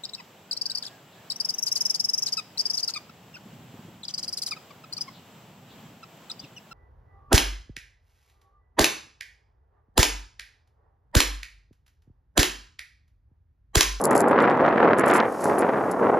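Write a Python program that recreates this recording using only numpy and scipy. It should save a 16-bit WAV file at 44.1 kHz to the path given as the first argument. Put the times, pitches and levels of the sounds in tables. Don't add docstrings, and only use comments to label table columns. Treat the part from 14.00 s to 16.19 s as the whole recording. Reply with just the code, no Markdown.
import sys
import numpy as np
from scipy import signal
from scipy.fft import rfft, irfft
from scipy.io import wavfile
from scipy.ndimage import uniform_filter1d

SR = 44100
rng = np.random.default_rng(int(sys.argv[2]) if len(sys.argv) > 2 else 0)


def transcribe(signal):
    frames = np.atleast_2d(signal).T
    limited = np.clip(frames, -1, 1)
    pcm = np.round(limited * 32767).astype(np.int16)
    wavfile.write(sys.argv[1], SR, pcm)


def invert_db(level):
    return 10 ** (np.asarray(level, dtype=float) / 20)


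N = 96623

# (time [s], level [dB], brightness [dB])
HULL_PRESSURE = [(0, -24, -28.5), (.12, -17, -15), (.27, -17.5, -18.5), (.40, -16.5, -8.5),
                 (.57, -18.5, -12.5), (.67, -16.5, -10), (.77, -21, -9), (.85, -13.5, -11.5),
                 (.96, -21.5, -11), (1.0, -18.5, -9.5), (1.18, -16.5, -3), (1.3, -26, -19),
                 (1.40, -29, -16), (1.48, -19.5, -20), (1.68, -21, -13.5), (1.97, -24.5, -19.5),
                 (2.06, -16.5, -16.5), (2.19, -20.5, -20)]
# (time [s], extra level [dB])
BUMPS = [(0.03, 8), (.055, 1), (0.113, 6.5), (0.153, 11.5), (.315, 8), (0.366, -6.5), (.388, 3),
         (.430, 0.5), (0.452, -5), (0.484, 1), (.573, -1), (.658, 0), (0.735, 0.5), (0.778, 5),
         (0.828, 8.5), (.933, 6.5), (0.986, 3), (1.103, 5.5), (1.156, -3), (1.172, 0), (1.434, 9),
         (1.456, 11.5), (1.498, 11.5), (1.531, 9.5), (1.622, 7), (1.690, 11), (1.761, 0.5), (1.838, 7),
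         (2.024, 10.5), (2.108, -19)]
# (frequency [Hz], density [dB per Hz])
HULL_SPECTRUM = [(25, -42), (95, -18.5), (230, -3.5), (500, -0.5), (1100, -7), (1900, -18.5), (3400, -42.5),
                 (8000, -73.5), (12000, -88)]
# (frequency [Hz], side minus mid [dB])
HULL_WIDTH = [(40, -15), (230, -17), (700, -15.5), (1600, -12.5), (3600, -4.5)]
# (time [s], level [dB])
SPRAY = [
    (0.0, -46.5),
    (0.06, -65.5),
    (0.24, -70.5),
    (0.83, -65.5),
    (1.01, -70),
    (1.24, -58),
    (1.47, -44.5),
    (1.61, -58.5),
    (1.84, -57),
    (2.19, -60.5),
]
# (frequency [Hz], density [dB per Hz])
POWDER_SPECTRUM = [(2500, -7), (3500, -14.5), (5000, -9), (6400, -7), (8100, -10.5), (10600, -8.5),
                   (13500, -14.5), (15000, -40.5)]
# (time [s], peak [dB])
TICKS_EARLY = [(0.0074, -26.5), (0.014, -16.5), (0.0391, -9.5), (0.0464, -18), (0.0533, -6.5),
               (0.0644, -38), (0.0694, -31), (0.0754, -60), (0.1086, -18.5), (0.114, -25.5), (0.12, -33),
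               (0.1304, -30), (0.1511, -33.5), (0.1665, -23.5), (0.1773, -11), (0.1854, -36), (0.1964, -34),
               (0.2049, -45.5), (0.2047, -13), (0.2135, -36.5), (0.2204, -59), (0.2284, -39), (0.2483, -50),
               (0.2824, -24.5), (0.2974, -56), (0.3112, -31), (0.3154, -48), (0.4229, -57.5),
               (0.4229, -33.5), (0.5064, -39)]
TICKS_LATE = [(0.973, -50), (0.9795, -46.5), (0.989, -32.5), (0.9948, -19), (1.009, -31), (1.0124, -42.5),
              (1.062, -28), (1.075, -39), (1.0842, -28.5), (1.1112, -19), (1.1362, -20), (1.1465, -24),
              (1.147, -30.5), (1.1614, -17), (1.1686, -22), (1.175, -41), (1.3232, -32.5), (1.4027, -37),
              (1.4207, -37), (1.4407, -22.5), (1.453, -23.5), (1.473, -34), (1.48, -33.5), (1.5843, -22.5),
              (1.5913, -22), (1.6034, -53), (1.6187, -36.5), (1.9115, -32), (1.9224, -48.5)]
# (start [s], length [s], level [dB])
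RATTLES = [(0.042, 0.035, -46), (0.112, 0.022, -58), (.150, 0.068, -48), (0.278, 0.023, -60.5),
           (.405, 0.028, -63), (0.977, 0.035, -53.5), (1.057, 0.055, -51.5), (1.136, 0.045, -46),
           (1.399, 0.097, -57), (1.584, 0.032, -52), (1.911, 0.015, -52)]
# (frequency [Hz], level [dB], T60 [s])
MOUNT_MODES = [(4460, -36, 0.00081), (5560, -17, .004), (6340, -27, 0.0023), (7600, 1.5, 0.0036),
               (8670, -11, 0.0049), (9845, 1, 0.0044), (10700, -2.5, 0.0078), (11250, -25.5, 0.0041),
               (14000, -64, .005)]
# (time [s], peak [dB])
CRUSTS = [(0.1534, -32), (0.3644, -40), (0.3874, -32), (0.403, -13), (0.437, -25), (0.4539, -27),
          (0.499, -18), (0.5142, -20), (0.5724, -29), (0.612, -29), (0.6629, -20.5), (0.688, -18.5),
          (0.7354, -42), (0.773, -28), (0.828, -23.5), (0.933, -27), (1.1014, -8), (1.2021, -11),
          (1.4974, -43), (1.6188, -23), (1.7599, -37.5)]


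def rms_one(x):
    return x / np.sqrt(np.mean(x ** 2) + 1e-20)


def in_time(rows):
    time_s, *columns = np.transpose(rows)
    return [np.interp(np.arange(N) / SR, time_s, column) for column in columns]


def at_hz(points):
    bin_hz = np.maximum(np.arange(N // 2 + 1) * SR / N, 1)
    point_hz, value = np.transpose(points)
    return np.interp(np.log(bin_hz), np.log(point_hz), value)


def colour(x, gain):
    return irfft(rfft(x) * gain, N)


def drift(rate_hz):
    pole = np.exp(-2 * np.pi * rate_hz / SR)
    wander = signal.lfilter([1], [1, -2 * pole, pole * pole], rng.standard_normal(N + SR))
    return rms_one(wander[SR:])


def grains(per_s, spread_db):
    size_draw, sign_draw, arrival_draw = rng.random((3, N))
    size_db = spread_db * np.minimum(-np.log(size_draw + 1e-9), 4)
    sizes = invert_db(size_db) * np.sign(sign_draw - .5)
    arrivals = np.clip(per_s / SR - arrival_draw, 0, 1) * SR / per_s
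    return rms_one(sizes * np.sqrt(arrivals))


def clicks(rows):
    out = np.zeros(N)
    time_s, level_db = np.transpose(rows)
    np.add.at(out, (time_s * SR).astype(int), invert_db(level_db))
    return out


def dying(x, t60_s):
    return signal.lfilter([1], [1, -invert_db(-60 / (t60_s * SR))], x)


def stereo(mid, side):
    return np.array([mid + side, mid - side])


def hull():
    lumps_per_s, lump_spread_db, smooth_snow_db = 1763, 4, -6
    ring_t60_s, bump_t60_s, bump_bright_ratio = .005, 0.024, 1.77
    mean_bright_db, jolt_low_db, jolt_high_db, sway_depth_db = -14, 0.5, 2.5, 0.26
    t = np.arange(N) / SR

    level_db, bright_db = in_time(HULL_PRESSURE)
    bump_db = np.zeros(N)
    for time_s, extra_db in BUMPS:
        bump_db[int(time_s * SR)] = extra_db
    bump_db = dying(bump_db, bump_t60_s)
    jolt, sway = drift(65), drift(3.0)
    common_db = level_db + sway_depth_db * sway
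    low_gain = invert_db(common_db + bump_db + jolt_low_db * jolt)
    high_db = common_db + bump_bright_ratio * bump_db + jolt_high_db * jolt
    high_gain = invert_db(high_db + bright_db - mean_bright_db)

    high_share = np.clip(at_hz([(890, 0), (2350, 1)]), 0, 1)
    mid_shape = invert_db(at_hz(HULL_SPECTRUM))
    mid_shape = mid_shape / np.sqrt(np.mean(mid_shape ** 2))
    side_shape = mid_shape * invert_db(at_hz(HULL_WIDTH))
    narrowing = invert_db(np.interp(t, (1.1, 1.7), [0, -11]))

    parts = []
    for shape, width in ((mid_shape, 1), (side_shape, narrowing)):
        smooth_snow = invert_db(smooth_snow_db) * rng.standard_normal(N)
        knocks = rms_one(grains(lumps_per_s, lump_spread_db) + smooth_snow)
        knocks = knocks / np.sqrt(uniform_filter1d(knocks ** 2, size=1600))
        ring = rfft(rng.standard_normal(N) * invert_db(-60 * t / ring_t60_s))
        smear = shape * ring / (np.abs(ring) + 1e-12)
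        low = colour(knocks * low_gain, smear * (1 - high_share))
        high = colour(knocks * high_gain * width, smear * high_share)
        parts.append(low + high)
    return stereo(*parts)


def powder():
    level_db, = in_time(SPRAY)
    shape = invert_db(at_hz([(900, -57)] + POWDER_SPECTRUM))
    mid, side = (rms_one(colour(grains(6300, 1.5), shape)) for _ in "ms")
    gain = invert_db(level_db - 1.2 + 0.66 * drift(25.0))
    return gain * stereo(mid, invert_db(-45) * side)


def rattle_spells():
    edge_s, rattle_db = 0.0039, 5.5
    t = np.arange(N) / SR
    envelope = np.zeros(N)
    for start_s, length_s, level_db in RATTLES:
        inside_s = np.minimum(4 * (t - start_s), start_s + length_s - t)
        envelope += invert_db(level_db + rattle_db) * np.clip(inside_s / edge_s + 1, 0, 1)
    return envelope


def mount():
    contact_rise_s, contact_t60_s, strike_spread_db = .002, .010, 3.5
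    mount_db, side_db, left_db = -15, -10, 1.3
    ticks = np.array(TICKS_EARLY + TICKS_LATE)
    spells = rattle_spells()
    out = np.zeros((2, N))
    for part, part_db in enumerate((0, side_db)):
        rough = rng.standard_normal(N)
        chatter = grains(2500, 3.0) * invert_db(5.1 * drift(67.0))
        for mode_hz, level_db, t60_s in MOUNT_MODES:
            uneven = np.outer(rng.standard_normal(len(ticks)), [0, strike_spread_db])
            hits = clicks(ticks + uneven)
            contact = dying(hits, contact_t60_s) - dying(hits, contact_rise_s)
            force = contact * rough * 0.56 + spells * chatter
            r, w = invert_db(-60 / (t60_s * SR)), 2 * np.pi * mode_hz / SR
            ringing = signal.lfilter([0, np.sin(w)], [1, -2 * r * np.cos(w), r * r], force + 1e-18)
            out[part] += invert_db(level_db + part_db) * ringing
    band = signal.butter(5, [4100, 12800], "band", fs=SR, output="sos")
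    balance = invert_db(np.array([[1], [-1]]) * left_db)
    return invert_db(mount_db) * stereo(*signal.sosfilt(band, out)) * balance


def crusts():
    crackle = dying(clicks(CRUSTS), 0.01) * grains(3500, 3.5)
    high = signal.butter(2, 1500, "high", fs=SR, output="sos")
    low = signal.butter(3, 4370, "low", fs=SR, output="sos")
    return invert_db(-7) * signal.sosfilt(np.vstack([high, low]), crackle + 1e-18)


def scene():
    return hull() + powder() + mount() + crusts()


def roll_off(x):
    return signal.sosfilt(signal.butter(12, 14710, fs=SR, output="sos"), x)


def record(dry):
    ceiling = 1.1
    rounded = ceiling * np.tanh(dry / ceiling)
    top_cut = signal.cheby1(8, 1, 14100, fs=SR, output="sos")
    bass_cut = signal.butter(2, 35, "high", fs=SR, output="sos")
    mix = signal.sosfilt(np.vstack([top_cut, bass_cut]), rounded)
    return roll_off(mix)


dry = scene()
out = record(dry)
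transcribe(out)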